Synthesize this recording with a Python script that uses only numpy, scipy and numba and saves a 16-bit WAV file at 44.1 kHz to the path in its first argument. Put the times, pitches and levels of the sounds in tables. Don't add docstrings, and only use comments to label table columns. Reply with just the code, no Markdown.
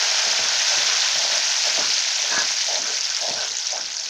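import sys
import numpy as np
from scipy import signal
from scipy.fft import rfft, irfft
from scipy.io import wavfile
from scipy.ndimage import uniform_filter1d
from numba import njit

SR = 44100
rng = np.random.default_rng(int(sys.argv[2]) if len(sys.argv) > 2 else 0)


def unload_wav(signal):
    wavfile.write(
        sys.argv[1],
        SR,
        np.round(np.clip(np.atleast_2d(signal).T, -1, 1) * 32767).astype(np.int16),
    )


def convert_level_to_amplitude(level_db):
    exponent = np.asarray(level_db, float) / 20
    return 10 ** exponent


N = 180413
TIME_S = np.arange(N) / SR


def level(x, rms_db):
    return x * convert_level_to_amplitude(rms_db) / np.sqrt(np.mean(x ** 2))


def colour(x, points):
    hz, db = np.transpose(points)
    f = np.maximum(np.fft.rfftfreq(len(x), 1 / SR), 1)
    gain = convert_level_to_amplitude(np.interp(np.log(f), np.log(hz), db))
    return irfft(rfft(x) * gain, len(x))


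def band(x, lo_hz, hi_hz, order=2):
    return signal.sosfilt(signal.butter(order, [lo_hz, hi_hz], "band", fs=SR, output="sos"), x)


def ring(x, modes):
    out = np.zeros(N)
    for hz, width_hz, db in modes:
        b, a = signal.iirpeak(hz, hz / width_hz, SR)
        out += convert_level_to_amplitude(db) * signal.lfilter(b, a, x)
    return out


def walk(rate_hz):
    hold = int(SR / rate_hz)
    steps = np.repeat(rng.standard_normal(N // hold + 1), hold)
    return 0.69 * uniform_filter1d(uniform_filter1d(steps, hold), hold)[:N]


@njit
def bursts(start, hz, tau, size, n):
    out = np.zeros(n)
    for e in range(len(start)):
        for j in range(min(int(9 * tau[e]), n - start[e])):
            u = j / tau[e]
            swell = 1.85 * u * u * np.exp(-u)
            out[start[e] + j] += size[e] * swell * np.sin(2 * np.pi * hz[e] * j / SR)
    return out


def echoed(start_s, hz, tau, size):
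    start = (start_s * SR).astype(np.int64)
    place = rng.random((len(start), 2)).T
    near = start + (SR * (0.0015 + 0.002 * place[0])).astype(np.int64)
    far = start + (SR * (0.004 + 0.0054 * place[1])).astype(np.int64)
    out = bursts(start, hz, tau, size, N)
    out += bursts(near, hz, tau, size * convert_level_to_amplitude(-7.5), N)
    return out + bursts(far, hz, 2 * tau, size * convert_level_to_amplitude(-13.5), N)


# frequency in Hz, density in dB per Hz.
SIZZLE_COLOUR = [(180, -55), (300, -28.5), (514, -27), (646, -10.5), (893, -4), (1190, -18), (1510, -12),
                 (1730, -10.5), (2490, -9), (3930, -5.5), (5500, -0.5), (6470, -3.5), (7500, -18.5),
                 (9750, -48), (16500, -120)]
# frequency in Hz, gain in dB.
PORT = [(7500, 1), (8100, -9), (10500, -18), (11600, -25.5), (14000, -27), (14900, -14), (15500, -18)]
# time in seconds, sizzle level in dB.
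BOIL = [(0, -23), (.35, -23), (.7, -21), (1.0, -21.5), (1.35, -22), (1.65, -22), (2.2, -23), (2.6, -23.5),
        (2.9, -25.5), (3.25, -25.5), (3.55, -27), (3.8, -28.5), (3.92, -31), (3.98, -29.5), (4.09, -30.5)]


def sizzle():
    count = 24000
    u = rng.random((count, 4)).T
    tau = SR * 0.00024 * convert_level_to_amplitude(5.8 * (u[2] - 0.5))
    size = convert_level_to_amplitude(np.minimum(-4 * np.log(1 - u[3]), 12)) / np.sqrt(tau)
    bubbles = echoed(u[0] * N / SR, 300 + 15500 * u[1], tau, size)
    ticks = rng.standard_normal(N) * (rng.random(N) < 300 / SR)
    froth = level(level(bubbles, 0) + level(ticks, -8), 0)

    hiss_db = 3.5 - 3 * TIME_S
    froth = froth + convert_level_to_amplitude(hiss_db) * rng.standard_normal(N)
    froth = froth * convert_level_to_amplitude(1.06 * walk(30.04)) / np.sqrt(1 + convert_level_to_amplitude(2 * hiss_db))
    froth = colour(froth, SIZZLE_COLOUR[:-2])
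    froth = colour(froth, [(1000, -7.5), (1300, 1)] + PORT)

    big = signal.sosfiltfilt(signal.butter(2, 3700, fs=SR, output="sos"), froth)
    spray = signal.sosfiltfilt(signal.butter(6, 8000, "high", fs=SR, output="sos"), froth)
    big_db = 5.5 - 1.83 * TIME_S + 0.43 * walk(9.68)
    spray_db = 3.5 - 0.85 * TIME_S + 0.73 * walk(21.26)
    layers = froth + (convert_level_to_amplitude(big_db) - 1) * big + (convert_level_to_amplitude(spray_db) - 1) * spray
    return level(layers, 1.08) * convert_level_to_amplitude(np.interp(TIME_S, *np.transpose(BOIL)))


# frequency in Hz, density in dB per Hz.
KITCHEN = [(12, -54), (30, -1), (50, 4.5), (172, -14), (259, -36), (365, -19), (433, 12.5), (513, -13),
           (600, 6), (780, -27), (1320, -120)]


def kitchen():
    hum = colour(rng.standard_normal(N), KITCHEN)
    return level(hum, -66) * convert_level_to_amplitude(0.5 * walk(12.0))


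# start in
# seconds, peak in dB, bubble pitch in Hz.
POPS = [(0.025, 2.5, 5540), (0.114, 3.5, 5550), (0.486, 5, 5900), (0.876, -9, 5700), (1.0195, 3.5, 3760),
        (1.1174, 2, 5700), (1.318, 2, 5000), (1.3795, 1, 5070), (1.699, 4, 5000), (1.936, 4, 5100),
        (1.981, 3, 4380), (1.9916, 3, 5790), (2.2199, 2, 5900), (2.7567, 2.5, 4100), (3.0093, 2.5, 5600),
        (3.1482, 3.5, 4830), (3.1662, 1, 5400), (3.3462, -6, 4720), (3.409, 0, 4370), (3.4845, -3, 5400),
        (3.5687, 3, 6400), (3.5856, 2, 6330), (3.6695, 4.5, 5660), (3.7219, -3, 6070), (3.7613, -2, 6000),
        (3.7778, 1.5, 5500), (3.8612, -5.5, 4370), (3.9681, 1.5, 5750), (3.9978, 0, 5690),
        (4.0377, -4.5, 4900),
        (2.6222, -1, 5450), (2.7102, -8, 4510), (2.819, 0, 5770), (2.843, 0, 5530), (2.8599, -7, 5100),
             (2.9447, -1, 5330), (2.969, 2, 5750), (3.044, 0, 5510), (3.0527, 2, 5200), (3.1006, 1, 5640),
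             (3.1233, -6, 5470), (3.2096, -7, 5070), (3.2425, -2, 5490), (3.296, -3.5, 5680),
             (3.378, -5, 5330), (3.4465, -5, 5400), (3.5169, -6, 4170), (3.553, -5, 5310),
             (3.6127, -5, 5500), (3.659, -8, 5900), (3.7502, -9, 5820), (3.8127, -6, 5630),
             (3.9135, -11, 6230), (3.981, -4, 4700), (4.0077, -9, 5850), (4.0637, -11, 5200)]
# start in seconds, peak in dB.
SPITS = [(0.394, -40), (2.8948, -44), (2.9746, -41), (3.2839, -40), (3.3992, -42), (3.5004, -40),
         (3.5428, -43), (3.589, -42), (3.696, -45), (3.8142, -43), (3.8791, -44)]


def pops():
    s, db, hz = np.transpose(POPS)
    loud = echoed(s, hz, SR * 1.1 / hz, convert_level_to_amplitude(db - 11))

    count, thins_s = 45, 2.6
    u = rng.random((count, 3)).T
    hz = 5450 + 650 * np.log(u[1] / (1 - u[1])) / 2
    db = -5 + 0.5 * np.log(u[2])
    loud = loud + echoed(u[0] * thins_s, hz, SR * 1.1 / hz, convert_level_to_amplitude(db - 11.5))
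    loud = colour(loud, [(7000, -0.5), (8500, -18)])

    spit = np.zeros(N)
    s, db = np.transpose(SPITS)
    spit[(s * SR).astype(int)] = convert_level_to_amplitude(db + 9)
    return loud + colour(spit, [(4000, 0)] + PORT)


def chatter(jolts_per_s, spread_db):
    jolts = rng.standard_normal(N) * (rng.random(N) < jolts_per_s / SR)
    return level(jolts, 0) * convert_level_to_amplitude(spread_db * walk(40)) + 0.58 * rng.standard_normal(N)


def held(x, span_s):
    return x / np.sqrt(uniform_filter1d(x ** 2, int(span_s * SR)) + 1e-12)


def touched(touches, rise_db_per_s, fall_db_per_s, hum_db, hum_db_per_s, db_column=2):
    power = convert_level_to_amplitude(2 * (hum_db + hum_db_per_s * TIME_S))
    for row in touches:
        start_s, hold_s = row[:2]
        early_s = np.maximum(start_s - TIME_S, 0)
        late_s = np.maximum(TIME_S - start_s - hold_s, 0)
        db = row[db_column] - rise_db_per_s * early_s - fall_db_per_s * late_s
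        power = power + convert_level_to_amplitude(2 * db)
    return np.sqrt(power)


# frequency in Hz, width in Hz, gain in dB.
STOVE = [(113.4, 8.7, -3), (179, 5.7, -3), (229, 32, -0.5), (300, 120, 3.5)]
# frequency in Hz, width in Hz, gain in dB.
PAN_RIM = [(449, 23, -4.5), (496, 24, -1.5)]
# start in seconds, hold in seconds, stove dB, rim dB.
SHOVES = [(.03, 0.031, -66, -48.5), (.26, 0.037, -51, -46), (.39, 0.053, -50, -46), (.77, 0.023, -52, -48),
          (.82, 0.044, -56, -57), (.9, 0.016, -65, -45.5), (1.155, 0.015, -52, -53),
          (1.24, 0.13, -54.5, -53), (1.67, 0.024, -53, -47.5), (1.78, 0.026, -41.5, -42),
          (1.88, 0.031, -58, -51), (2.23, .04, -62, -51), (2.32, 0.087, -46, -45), (2.48, .03, -71, -67),
          (2.71, .03, -57, -46.5), (2.79, 0.051, -48, -54), (2.89, 0.017, -65, -42.5),
          (3.22, .04, -57.5, -52), (3.29, 0.031, -48.5, -47.5), (3.36, 0.025, -56, -50),
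          (3.42, 0.027, -71, -48), (3.5, .02, -60.5, -53), (3.74, 0.026, -61, -52), (3.79, 0.024, -52, -62),
          (4.08, .02, -60, -55)]
# start in seconds, hold in seconds, level in dB.
BOOMS = [(.26, .03, -61), (.4, .03, -51.5), (.46, 0.14, -62), (.765, .03, -54), (.87, 0.047, -62),
         (1.16, 0.018, -57), (1.27, .03, -62), (1.79, .02, -52), (1.86, 0.049, -62), (2.38, .05, -60),
         (2.48, 0.027, -62), (2.72, 0.018, -66), (3.325, 0.06, -56), (3.47, 0.055, -67), (3.84, 0.024, -64)]


def stove_and_rim(drag):
    stove = held(band(ring(drag, STOVE[1:]), 132, 384), 0.077) * touched(SHOVES, 600, 140, -62.5, -3.5)
    boom = held(band(ring(drag, STOVE[:1]), 64, 156), 0.055) * touched(BOOMS, 800, 220, -76, -0.5)
    rim = held(band(ring(drag, PAN_RIM), 398, 483), 0.044)
    return stove + boom + rim * touched(SHOVES, 403, 166, -53.5, -3.5, db_column=3)


# frequency in Hz, width in Hz, gain in dB.
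PAN_FLOOR = [(595, 132, 16.5), (655, 69, 10), (738, 120, 7), (840, 39, 5.5), (910, 50, -24)]
# start in seconds, hold in seconds, level in dB.
FLOOR_TOUCHES = [(.105, 0.014, -41), (.25, 0.046, -36), (.34, 0.08, -37.5), (.52, 0.025, -40.5),
                 (.715, 0.025, -33), (.81, 0.015, -35), (1.16, .15, -37), (1.34, 0.024, -32),
                 (1.66, 0.028, -33), (1.775, 0.029, -31.5), (2.19, .06, -41), (2.30, 0.12, -37),
                 (2.69, 0.047, -32.5), (2.755, 0.026, -33), (2.86, .06, -42), (3.225, 0.074, -31.5),
                 (3.33, .03, -36.5), (3.39, 0.041, -35.5), (3.728, 0.028, -32.5), (3.78, 0.048, -48),
                 (4.0, .01, -47.5)]


def pan_floor(drag):
    floor = ring(drag, PAN_FLOOR) + ring(drag, PAN_FLOOR[:2])
    return held(band(floor, 571, 994, order=4), 0.035) * touched(FLOOR_TOUCHES, 1000, 300, -40, -4)


# frequency in Hz, width in Hz, gain in dB.
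PAN_WALL = [(1531, 28, 1), (1353, 380, -5.5), (1472, 140, -5), (1014, 190, -5)]
# start in seconds, hold in seconds, level in dB.
WALL_TOUCHES = [(.21, .02, -35), (.46, .07, -35.5), (.73, .04, -33), (.89, 0.062, -33), (1.05, 0.018, -34),
                (1.35, 0.02, -33.5), (1.81, 0.056, -34.5), (2.33, 0.088, -29), (2.84, 0.073, -37),
                (3.11, 0.019, -44), (3.38, 0.079, -37.5), (3.78, 0.015, -39)]
# start in seconds, hold in seconds, level in dB.
SQUEAKS = [
    (1.81, 0.036, -44.5),
    (2.845, 0.092, -42),
    (3.11, .02, -37),
    (3.38, 0.041, -37),
]


def pan_wall():
    wall = held(band(ring(chatter(900, 2.0), PAN_WALL), 933, 1766), 0.04)
    sharpest = PAN_WALL[:1]
    squeak = held(ring(ring(chatter(1600, 0.8), sharpest), sharpest), 0.02)
    wall = wall * touched(WALL_TOUCHES, 400, 303, -36.5, -3.5)
    return wall + squeak * touched(SQUEAKS, 1500, 1200, -80.5, 5.2)


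def scrape():
    drag = chatter(900, 6.7)
    return stove_and_rim(drag) + pan_floor(drag) + pan_wall()


# start in seconds, peak in dB, dullness 0-1.
KNOCKS = [
    (0.399, -34, 0.66),
    (0.778, -32.5, 0.96),
    (1.165, -30.5, 0.86),
    (1.775, -25, 0.3),
    (2.378, -18, 0.66),
    (3.308, -22, 0.8),
]


def knocks():
    out = np.zeros(N)
    t = np.arange(4000) / SR
    for s, db, dull in KNOCKS:
        dull = np.clip(dull, 0, 1)
        blow = rng.standard_normal(len(t)) * (np.exp(-t / 0.0027) + 0.15 * np.exp(-t / 0.013))
        blow = band(blow, 90 + 900 * (1 - dull) ** 2, 6000 * 10 ** -dull)
        k = int(s * SR)
        out[k:k + len(t)] += convert_level_to_amplitude(db) * blow / np.abs(blow).max()
    return out


SPOON_HZ = [1682, 3720, 4150, 2550, 1925]
# width in Hz, gain in dB.
SPOON = [(23.76, 7), (27, -1), (40, -4.5), (23.148, -6), (25, -9)]
# start in seconds, hold in seconds, level in dB.
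BARE_STEEL = [
    (2.305, 0.039, -30),
    (2.365, 0.042, -25),
]


def spoon_bowl():
    bowl = []
    for hz, (width_hz, db) in zip(SPOON_HZ, SPOON):
        bowl.append((hz, width_hz, db / 2))
    sing = held(ring(ring(chatter(1400, 0.81), bowl), bowl), 0.015)
    return sing * touched(BARE_STEEL, 1500, 1200, -80.5, 5.2)


def scene():
    return (sizzle() + kitchen() + pops() + scrape() + knocks() + spoon_bowl())[None]


def band_limit(x):
    return signal.sosfilt(signal.butter(12, 16850, fs=SR, output="sos"), x)


def record(dry):
    top_hz = 15440
    cut = signal.sosfiltfilt(signal.ellip(10, 0.1, 60, top_hz, fs=SR, output="sos"), dry)
    return band_limit(cut)


dry = scene()
out = record(dry)
unload_wav(out)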